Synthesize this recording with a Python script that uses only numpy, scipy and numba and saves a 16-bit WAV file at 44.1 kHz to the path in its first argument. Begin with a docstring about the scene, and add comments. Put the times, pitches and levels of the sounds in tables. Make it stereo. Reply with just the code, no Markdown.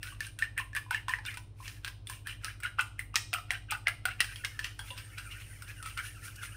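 """A steel fork beats eggs in a hand-held ceramic bowl, between five and six strokes a second, in a small kitchen.
Each stroke ticks and clonks as decaying modes of bowl, tines and fork, and swishes through the egg as
friction noise in gliding resonances; trapped air adds short low gulps and bubbles of rising pitch.
After four seconds the bowl is carried further off: its echo swells, then sinks, and a soft, sizzling
scrape of stirring joins. Steady appliance hum and a low room rumble lie behind it throughout."""
import sys
import numpy as np
from scipy import signal
from scipy.fft import rfft, irfft
from scipy.io import wavfile
from numba import njit

SR = 44100
rng = np.random.default_rng(int(sys.argv[2]) if len(sys.argv) > 2 else 0)


def file_out(sig):
    """Save sig as 16-bit WAV at sys.argv[1]."""
    # one column per channel
    cols = np.atleast_2d(sig).T
    # limit, then scale
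    lim = np.clip(cols, -1, 1)
    pcm = np.round(lim * 32767).astype(np.int16)
    wavfile.write(sys.argv[1], SR, pcm)


N = 289296
TIME = np.arange(N) / SR
HIT = TIME[:SR // 6]  # time within one strike, s

# fork meets bowl, relative levels:
# (time [s], bowl knock [dB], tine tick [dB], clonk level [dB], clonk pitch [Hz], clonk t60 [s])
FORK_STRIKES = [(0.0298, -23.5, -37.5, -36, 1770, 0.035), (0.2056, -22.5, -40, -24.5, 1747, 0.039),
                (0.2677, -35, -43.5, -39, 1600, 0.045), (0.389, -25.5, -39.5, -37, 1870, 0.033),
                (0.4231, -26, -50, -15.5, 1795, 0.039), (0.5784, -28, -35.5, -16.5, 1910, 0.013),
                (0.596, -28, -59, -29, 1900, 0.0085), (0.731, -41, -61, -39.5, 1720, 0.075),
                (0.75, -29, -39.5, -18.5, 1860, 0.0084), (0.764, -23, -37, -27, 1710, 0.1),
                (0.9087, -22, -37.5, -20, 1470, 0.035), (0.9458, -25, -44, -16, 1730, 0.024),
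                (1.083, -20.5, -43, -27, 1470, 0.019), (1.093, -23, -41, -25, 1780, 0.047),
                (1.1366, -36, -50, -9.5, 1880, 0.013), (1.1866, -37, -63, -30.5, 1730, 0.027),
                (1.2521, -25.5, -64, -35, 1540, 0.027), (1.2625, -46, -40.5, -31.5, 3580, .037),
                (1.3416, -28, -46.5, -43, 1320, 0.054), (1.3721, -24, -43.5, -38, 1520, 0.033),
                (1.679, -24.5, -57, -36.5, 1810, 0.028), (1.847, -20, -42, -25, 1560, 0.013),
                (1.8785, -24, -45.5, -26, 1590, 0.013), (2.071, -32, -43.5, -32.5, 3510, 0.022),
                (2.098, -28.5, -35.5, -34, 1670, .024), (2.271, -26.5, -40, -27.5, 1710, .028),
                (2.4458, -18.5, -37, -39.5, 1306, 0.084), (2.482, -37, -58, -28, 1660, 0.027),
                (2.6025, -36, -50, -42.5, 1450, 0.034), (2.6337, -30, -39, -30, 1665, 0.034),
                (2.6507, -42, -62, -26.5, 1435, 0.083), (2.786, -56, -62, -18, 1320, 0.017),
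                (2.792, -21, -44, -14.5, 1440, 0.035), (2.8093, -26, -36.5, -63, 1900, .02),
                (2.9927, -35, -39, -18.5, 2035, .016), (3.1422, -34, -54, -27.5, 1230, 0.021),
                (3.1574, -4.5, -29, -34, 2480, 0.068), (3.163, -14, -60, -32, 1890, 0.1),
                (3.331, -15, -41, -20.5, 1410, 0.0093), (3.3378, -23, -32, -11, 2540, 0.0091),
                (3.384, -35, -79, -30.5, 1310, 0.039), (3.506, -14, -38.5, -9.5, 1980, .011),
                (3.5172, -42, -37.5, -33, 1510, 0.022), (3.7092, -29, -31, -25, 2160, 0.016),
                (3.7206, -18.5, -52, -27, 1250, 0.062), (3.7494, -39, -66, -28, 1450, 0.049),
                (3.8705, -14.5, -64, -1.5, 2100, 0.0084), (3.8822, -18, -33.5, -25, 1440, 0.022),
                (4.0541, -15, -31.5, -20.5, 1455, 0.071), (4.0853, -44, -53, -29.5, 1450, 0.082),
                (4.2044, -6.5, -26.5, -12.5, 1925, 0.025), (4.2443, -22.5, -41, -28.5, 1690, .02),
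                (4.359, -27, -48, -32, 3290, 0.02), (4.4479, -15, -36, -22.5, 2140, 0.026),
                (4.5918, -21.5, -43.5, -22, 1740, 0.024), (4.644, -16, -45, -24, 1890, 0.021),
                (4.792, -29.5, -44, -28.5, 1565, .021), (4.7945, -43, -59, -32.5, 3280, 0.023),
                (4.904, -34, -58, -30, 2800, 0.022), (4.908, -44, -62, -30.5, 3480, 0.013),
                (4.9769, -26, -47, -60, 1700, 0.025), (5.183, -29, -45.5, -43, 1374, 0.078),
                (5.622, -33, -43.5, -36, 1420, 0.036), (5.827, -30, -42, -39, 1300, 0.05),
                (5.8602, -30, -45, -34, 1300, .06), (5.975, -24.5, -41.5, -30, 1434, 0.082),
                (5.998, -36, -50, -35, 1500, 0.03), (6.4322, -39, -50, -28.5, 1420, 0.028)]
# fork dragged through the egg, relative levels: (time of the middle [s], level [dB], length [s], scrape pitch [Hz])
EGG_PASSES = [(0.073, -40.5, 0.084, 1476), (0.241, -39.5, 0.063, 1700), (0.425, -30.5, 0.046, 1900),
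              (0.594, -25.5, 0.031, 1780), (0.771, -28.5, 0.026, 1720), (0.944, -31, 0.056, 1840),
              (1.124, -33, 0.054, 1840), (1.293, -34.5, 0.071, 1720), (1.668, -47.5, 0.13, 2240),
              (1.868, -41, 0.043, 1560), (2.121, -47, 0.079, 1760), (2.296, -34.5, 0.056, 1760),
              (2.466, -39.5, 0.075, 1480), (2.651, -30, 0.036, 1510), (2.803, -24, 0.029, 1450),
              (3.002, -37, 0.026, 1820), (3.17, -33.5, 0.042, 1750), (3.351, -28, 0.033, 1330),
              (3.531, -33, 0.054, 1780), (3.722, -28, 0.04, 1500), (3.884, -21.5, 0.027, 1448),
              (4.09, -33, 0.06, 1470), (4.219, -29, 0.037, 1760), (4.326, -41.5, 0.024, 1550),
              (4.449, -30, 0.015, 1480), (4.65, -36.5, 0.046, 1960), (4.795, -51, 0.01, 1480),
              (4.87, -50, 0.052, 1460), (4.986, -42.5, 0.037, 1700), (5.188, -38, 0.024, 1555),
              (5.321, -40, 0.019, 1370), (5.413, -41, 0.02, 1760), (5.695, -39.5, 0.035, 1640),
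              (5.877, -38.5, 0.048, 1480), (5.989, -26, 0.029, 1350), (6.056, -42.5, 0.062, 1840),
              (6.257, -40.5, 0.053, 1420), (6.364, -47, 0.01, 1350), (6.442, -38, 0.041, 1620)]
# the tines stay on the ceramic once the egg is stirred: (time [s], friction level [dB])
STIR_FRICTION = [(0, -91), (3.9, -95), (4.3, -51), (4.75, -64.5), (5.35, -53.5), (5.65, -57.5),
                 (6.1, -55.5), (6.56, -51.5)]
# modes of the bowl, damped by the hand and the egg: (frequency [Hz], level [dB], t60 [s])
BOWL_MODES = [(1930, -1, .08), (2470, -3, .06), (2720, -3, .06), (3100, -5, .06), (3500, -3, .06),
              (3760, -1, .07), (3970, 0, .06), (4280, -3, .06), (4565, -3, .06), (4770, -4, .06),
              (4960, -4, .06), (5220, -5, .06), (5960, -8, .06)]
# where the bowl is held: (time [s], left minus right [dB])
BOWL_PLACE = [(0, 1.5), (1.8, 3), (2.8, 3), (3.2, 3), (3.7, 2.5), (4.2, 4), (4.6, -0.5), (6.56, 2)]


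def fork(knock_db=9.0, tick_db=23.5):
    """Every contact sounds both the bowl and the tines, and a neighbouring tine lands a moment later."""
    # colour of the contact on the ceramic: (frequency [Hz], level [dB])
    ceramic_colour = [(150, -25.5), (450, -41.5), (800, -24), (1500, -5), (2600, 3.5), (4000, -4),
                      (5300, -2.5), (6500, -11.5), (10000, -22.5), (16000, -33)]
    # colour of the contact on the steel: (frequency [Hz], level [dB])
    steel_colour = [(3000, -29), (7000, -8), (8300, 4), (9300, 5.5), (10500, -3), (12500, -6.5),
                    (16000, -3.5)]
    # modes of the steel tines: (frequency [Hz], level [dB], t60 [s])
    tine_modes = [(8540, -16.5, 0.047), (8950, 4, 0.031), (8730, 11.5, 0.024), (8900, -21, 0.035)]
    shortest_s, longest_s, bounce_db = 0.002, 0.0076, -10.5  # delay and level of the second tine
    tine_pan_db = 0.5
    out = np.zeros((2, N))
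    for (s, bowl_db, steel_db, *_), late in zip(FORK_STRIKES, rng.random(len(FORK_STRIKES))):
        pan_db = np.interp(s, *np.transpose(BOWL_PLACE))
        bounce_s = shortest_s + late * (longest_s - shortest_s)
        for delay, db in ((0, 0), (bounce_s, bounce_db)):
            bowl = strike(ceramic_colour, BOWL_MODES, chatter_db=-11, ring_db=-12, width=0.76)
            steel = strike(steel_colour, tine_modes, chatter_db=-17, ring_db=-7.5, width=0.76)
            add(out, s + delay, undb(bowl_db + knock_db + db) * bowl, pan_db)
            add(out, s + delay, undb(steel_db + tick_db + db) * steel, pan_db + tine_pan_db)
    return out


def strike(spectrum, modes, chatter_db, ring_db, width):
    """A sharp crack and a brief chatter of the contact, coloured by the spot that is hit, over decaying modes."""
    crack = np.exp(-HIT / 0.00038)
    chatter = undb(chatter_db) * np.exp(-HIT / 0.0062) + undb(-21.0) * np.exp(-HIT / 0.0063)
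    envelope = crack + chatter
    spot = np.array(spectrum) + [0, 2.2] * rng.standard_normal((len(spectrum), 1))  # scatters the levels only
    contacts = [unit(colour(envelope * noise, spot)) for noise in rng.standard_normal((2, len(HIT)))]
    hz, db, t60 = np.transpose(modes)[:, :, None]
    detune = 0.015 * rng.standard_normal((len(modes), 1))
    spot_db = 3 * rng.standard_normal((len(modes), 1))
    ring = undb(db + spot_db - 60 * HIT / t60) * np.sin(2 * np.pi * hz * (1 + detune) * HIT)
    return unit(stereo(*contacts, width) + undb(ring_db) * unit(ring.sum(0)))


def clonks(slide=0.015):
    """The fork's bending modes, knocked into motion against the bowl; the pitch depends on where it lands."""
    # bending modes: (multiple of the clonk pitch [ratio], level [dB], share of the clonk's t60 [ratio])
    bending_modes = [(1.001, 1.5, 0.9), (1.411, -12, 0.69)]
    clonk_pan_db, pan_scatter_db = -1, -2
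    out = np.zeros((2, N))
    scatter = rng.standard_normal((len(FORK_STRIKES), 2))
    for (s, _, _, db, hz, t60), (bend, side) in zip(FORK_STRIKES, scatter):
        pan_db = np.interp(s, *np.transpose(BOWL_PLACE)) + clonk_pan_db + pan_scatter_db * side
        for ratio, mode_db, share in bending_modes:
            note = ping(hz * ratio, t60 * share, glide=slide * bend)
            add(out, s, undb(db + mode_db) * note, pan_db)
    return out


def ping(hz, t60, glide, onset_s=0.00087):
    """One resonance rings for a few cycles, damped by the thick egg, while its pitch may slide."""
    t = TIME[:int(t60 * SR) + 2]
    envelope = (1 - np.exp(-t / onset_s)) * undb(-60 * t / t60)
    return envelope * np.sin(2 * np.pi * hz * t * (1 + glide * t / t60))


def swishes(swish_db=-5.5, stir_spray_db=-6, q=19.0, upper_db=-3, broad_db=-2, width=0.85, wet_hz=2040):
    """The tines scrape through the egg: friction rings the fork's gliding resonances and throws a fine wet spray."""
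    # spray of a pass: (time [s], level before the length correction [dB])
    spray_level = [(0, -54), (2.3, -54.5), (3.9, -69.5), (4.7, -56), (5.2, -54.5), (6.56, -45.5)]
    # colour of steel rubbing on wet ceramic: (frequency [Hz], level [dB])
    rub_colour = [(500, -6), (1000, -14.5), (1400, 6.5), (2000, 0.5), (2900, 2.5), (3600, -18.5),
                  (5500, -19), (8000, -30), (16000, -42)]
    # colour of the egg spray: (frequency [Hz], level [dB])
    spray_colour = [(1500, -12), (3500, -4), (5500, 3), (7200, -1.5), (9000, 0.5), (10500, -0.5),
                    (16000, -4)]
    spray_db_per_octave = 0.5  # a pass twice as long throws this much more spray
    stir_swell_db = -1.5  # the rubbing dips at each pass and swells between passes
    upper_centre_hz = 2735  # second resonance of the sliding fork
    glide, glide_scatter = 0.083, 0.036  # both resonances rise through each pass and sink on the way back
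    wet_glide, wet_scatter = 0.11, 0.15  # the egg's resonances rise as it drains from the tines
    muffle = 0.35  # a harder pass goes deeper: dB lost in the upper resonances per dB above the average pass

    s, db, length, hz = np.transpose(EGG_PASSES)
    spray_db = np.interp(s, *np.transpose(spray_level)) + spray_db_per_octave * np.log2(length / length.mean())
    turn = 2 * np.pi * np.interp(TIME, s, np.arange(len(s)))  # one turn of the wrist from pass to pass
    stir = undb(curve(STIR_FRICTION) + stir_swell_db * np.cos(turn))
    rub = np.sqrt(stir ** 2 + passes(db + swish_db))
    splash = np.sqrt((stir * undb(stir_spray_db)) ** 2 + passes(spray_db))

    lower_hz, upper_hz = (centre * np.exp(glide * np.sin(turn) + glide_scatter * wander(rate_hz=12))
                          for centre in (np.interp(TIME, s, hz), upper_centre_hz))
    # egg clinging to the tines adds two restless resonances
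    low_wet_hz, high_wet_hz = (wet_hz * ratio * np.exp(wet_glide * np.sin(turn) + wet_scatter * wander(rate_hz=22))
                               for ratio in (0.9, 1.25))
    deep_db = muffle * np.interp(TIME, s, np.maximum(db - db.mean(), 0))
    voices = [(lower_hz, 0), (upper_hz, upper_db - deep_db),
              (low_wet_hz, broad_db), (high_wet_hz, broad_db - deep_db)]
    # the tines grip and let go, so each resonance comes in bursts of its own
    grips = [undb(7 * np.tanh(wander(rate_hz=70))) for _ in voices]

    parts = []
    for _ in range(2):
        slips = colour(friction(grain_db=3.5), rub_colour)
        body = sum(undb(gain_db) * steady(resonance(slips * grip, track, q))
                   for (track, gain_db), grip in zip(voices, grips))
        drops = colour(friction(grain_db=2.0), spray_colour)
        sheen_hz = 9200 * np.exp(0.029 * wander(rate_hz=26))
        sheen = resonance(drops, sheen_hz, 26.0) * undb(3.7 * wander(rate_hz=23))
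        spray = steady(drops) + undb(-3) * steady(sheen)
        parts.append(rub * steady(body) + splash * spray)
    return stereo(*parts, width)


def passes(levels_db, lead_s=0.0034, rise=0.33, fall=0.52):
    """Power of all passes through the egg: each bites quickly and lets go more slowly."""
    s, _, length = np.array(EGG_PASSES).T[:3, :, None]
    t = np.arange(0, N / SR, 0.001)
    progress = (t - s + lead_s) / length  # the peak comes just ahead of the middle
    shape = np.exp(-np.minimum((progress / np.where(progress < 0, rise, fall)) ** 2, 50))
    return np.interp(TIME, t, undb(levels_db) ** 2 @ shape)


def friction(grain_db):
    """Dense tiny slips of uneven size."""
    return rng.standard_normal(N) * undb(grain_db * np.minimum(rng.exponential(size=N), 6))


@njit
def resonance(x, hz, q):
    """State-variable band-pass whose centre may glide."""
    y, band, low = np.empty(len(x)), 0., 0.
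    for i in range(len(x)):
        g = np.tan(np.pi * hz[i] / SR)
        v = (band + g * (x[i] - low)) / (1 + g * (g + 1 / q))
        band, low, y[i] = 2 * v - band, low + 2 * g * v, v / q
    return y


def gulps(t60=0.041, pan_db=-3):
    """Pockets of air close in the egg as the fork dips in, each with a short low hollow note."""
    # hollow notes: (time [s], pitch [Hz], level [dB])
    air_pockets = [(0.123, 1150, -42.5), (0.599, 1060, -30), (0.765, 1123, -35.5), (0.863, 1020, -44),
                   (0.911, 934, -29.5), (1.0823, 1028, -24), (1.136, 984, -38.5), (1.187, 882, -42),
                   (1.372, 972, -43.5), (1.6024, 1044, -39.5), (1.878, 1020, -49), (2.098, 1046, -37),
                   (2.793, 900, -35), (3.16, 900, -37.5), (3.332, 710, -32.5), (3.51, 725, -38.5),
                   (3.7205, 872, -30.5), (3.872, 698, -36), (4.054, 750, -32.5), (4.792, 920, -45),
                   (4.905, 984, -43.5), (4.908, 545, -48)]
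    out = np.zeros((2, N))
    for s, hz, db in air_pockets:
        add(out, s, undb(db) * ping(hz, t60, glide=0.014), pan_db)
    return out


def bubbles(level_db=-35, growth=0.87, stir_db=7, spread_db=9, pitch_scatter=0.206, pan_db=3, count=600):
    """Small pockets of beaten-in air ring with a rising pitch, loudest where the fork drives through the egg."""
    typical_hz, t60_s, rise = 2237, 0.023, 0.1
    out = np.zeros((2, N))
    db = np.array(EGG_PASSES)[:, 1]
    drive = passes(level_db + growth * (db - db.mean()))
    level = np.sqrt(drive + undb(curve(STIR_FRICTION) + stir_db) ** 2)
    for (when, small), (pitch, side) in zip(rng.random((count, 2)), rng.standard_normal((count, 2))):
        note = ping(typical_hz * np.exp(pitch_scatter * pitch), t60_s, glide=rise)
        add(out, when * N / SR, level[int(when * N)] * undb(-spread_db * small) * note, pan_db * side)
    return out


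def rattle(spread_db=10.5):
    """During each pass the tines skip over the bowl's fluted wall in light, uneven taps."""
    # colour of a light tap of one tine on the wall: (frequency [Hz], level [dB])
    tap_colour = [(600, -22.5), (1400, 1), (2800, 0), (4100, -4.5), (6000, -7.5), (16000, -34)]
    taps_per_s, average_db = 150, -46.5  # level in an average pass
    growth = 0.5  # dB of rattle per dB of the pass
    db = np.array(EGG_PASSES)[:, 1]
    taps = (rng.random(N) < taps_per_s / SR) * undb(-spread_db * rng.random(N))
    taps = steady(taps) * np.sqrt(passes(average_db + growth * (db - db.mean())))
    tap = strike(tap_colour, BOWL_MODES, chatter_db=-26, ring_db=-13, width=0.95)
    return np.array([signal.fftconvolve(taps, channel)[:N] for channel in tap])


def jolt():
    """One hard blow jolts the bowl in the hand: a short dull thud at a single low pitch."""
    out = np.zeros((2, N))
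    add(out, 4.2055, undb(-48) * ping(hz=257, t60=0.017, glide=0))
    return out


def kitchen(x, gap_s=0.00033, build_s=0.0021, width=0.99, sparse_db=4):
    """Hob, splashback and walls return a patter of early echoes that thickens into a short tail."""
    # echo by band: (band centre [Hz], level [dB], t60 [s])
    echo_bands = [(270, -40, 0.63), (704, 5.5, 0.4), (1670, -0.5, 0.25), (4000, -3.5, 0.51),
                  (9600, 1, 0.36), (15100, 4, 0.27)]
    t = TIME[:SR // 2]
    centres, levels, t60s = np.transpose(echo_bands)
    freqs = np.log(np.maximum(np.fft.rfftfreq(len(t), 1 / SR), 1))
    onset = 1 - np.exp(-np.maximum(t - gap_s, 0) / build_s)
    echoes = []
    for _ in range(2):
        noise = rng.standard_normal(len(t))
        unevenness_db = sparse_db * np.exp(-t / 0.042) * rng.exponential(size=len(t))
        patter = rfft(noise * undb(unevenness_db))
        response = np.zeros(len(t))
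        for share, db, t60 in zip(np.eye(len(centres)), levels, t60s):
            band = irfft(patter * np.interp(freqs, np.log(centres), share), len(t))
            response += onset * band * undb(db - 60 * t / t60)
        echoes.append(signal.fftconvolve(x, unit(response))[:N])
    return stereo(*echoes, width)


def appliances(rumble_db=-59, airy_db=-2, pan_db=-2.0):
    """Mains and motor lines beat against each other over a rumble that is more alike left and right in the bass."""
    # steady hum lines: (frequency [Hz], level before the pan [dB rms])
    hum_lines = [(49.4, -69), (51.1, -55), (59.2, -68), (69.1, -66), (78.9, -66), (100.1, -52),
                 (108.6, -70), (111.3, -56), (137.2, -66), (148.5, -78), (174.3, -77), (237.2, -80),
                 (300.1, -72)]
    # colour of the room rumble: (frequency [Hz], relative density [dB])
    rumble_colour = [(20, -1.5), (32, -2), (42, 7.5), (65, -2), (115, 0), (160, -10.5), (320, -12),
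                     (560, -17.5), (800, -19.5), (1500, -29), (4000, -35.5), (16000, -70)]
    phases = rng.uniform(0, 2 * np.pi, len(hum_lines))
    hum = sum(undb(db) * np.sqrt(2) * np.sin(2 * np.pi * hz * TIME + phase)
              for (hz, db), phase in zip(hum_lines, phases))
    mid, side = (undb(rumble_db) * steady(colour(rng.standard_normal(N), rumble_colour)) for _ in range(2))
    side = colour(side, [(60, -6), (150, -11.0), (400, airy_db)])
    return np.array([hum + mid + side, hum + mid - side]) * undb([[pan_db / 2], [-pan_db / 2]])


def undb(db):
    """Decibels to gain."""
    return 10 ** (np.asarray(db) / 20)


def unit(x):
    """Scale to an energy of one."""
    return x / np.sqrt(np.sum(x ** 2, axis=-1, keepdims=True))


def steady(x):
    """Scale a full-length signal to an rms of one."""
    return unit(x) * np.sqrt(N)


def curve(rows):
    """Join (time, value) rows by straight lines."""
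    return np.interp(TIME, *np.transpose(rows))


def wander(rate_hz):
    """Random levels joined by straight lines; spread near 1.4."""
    knots = rng.standard_normal(4096)
    return 1.77 * np.interp(TIME * rate_hz, np.arange(len(knots)), knots)


def colour(x, points):
    """Causal filter through (Hz, dB) points, from the cepstrum of its log gain."""
    hz, db = np.transpose(points)
    size = 4096
    freqs = np.maximum(np.fft.rfftfreq(size, 1 / SR), 1)
    gain_db = np.interp(np.log(freqs), np.log(hz), db)
    cepstrum = irfft(np.log(undb(gain_db)))
    # fold the cepstrum forward in time: minimum phase
    cepstrum[1:size // 2] *= 2
    cepstrum[size // 2 + 1:] = 0
    return signal.fftconvolve(x, irfft(np.exp(rfft(cepstrum))))[:len(x)]


def add(out, s, sound, pan_db=0):
    """Mix a sound into both channels at a time; a positive pan leans left."""
    start = max(int(s * SR), 0)
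    part = np.atleast_2d(sound)[:, :N - start]
    out[:, start:start + part.shape[1]] += undb([[pan_db / 2], [-pan_db / 2]]) * part


def stereo(mid, side, width):
    """Left and right from a common and an opposed part."""
    return np.array([mid + width * side, mid - width * side]) / np.sqrt(1 + width ** 2)


def scene():
    """The whisking close to the microphones, its echo from the kitchen and the hum behind."""
    # echo as the bowl moves away: (time [s], level sent into the echo [dB])
    echo_share = [(0, -2.5), (2.5, -1), (4.2, -3.5), (4.9, 4.5), (6.56, -4.5)]
    left, right = fork() + clonks() + gulps() + swishes() + bubbles() + rattle() + jolt()
    direct = np.array([left, np.roll(right, shift=1)])  # the left microphone is a little nearer to the bowl
    echo = kitchen((left + right) / 2 * undb(curve(echo_share)))
    return direct + echo + appliances()


def record(dry):
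    """A steep low-pass in the microphone's chain cuts the top."""
    top_hz = 15600
    return signal.sosfilt(signal.ellip(10, 0.2, 70, top_hz, fs=SR, output="sos"), dry)


dry = scene()
out = record(dry)
file_out(out)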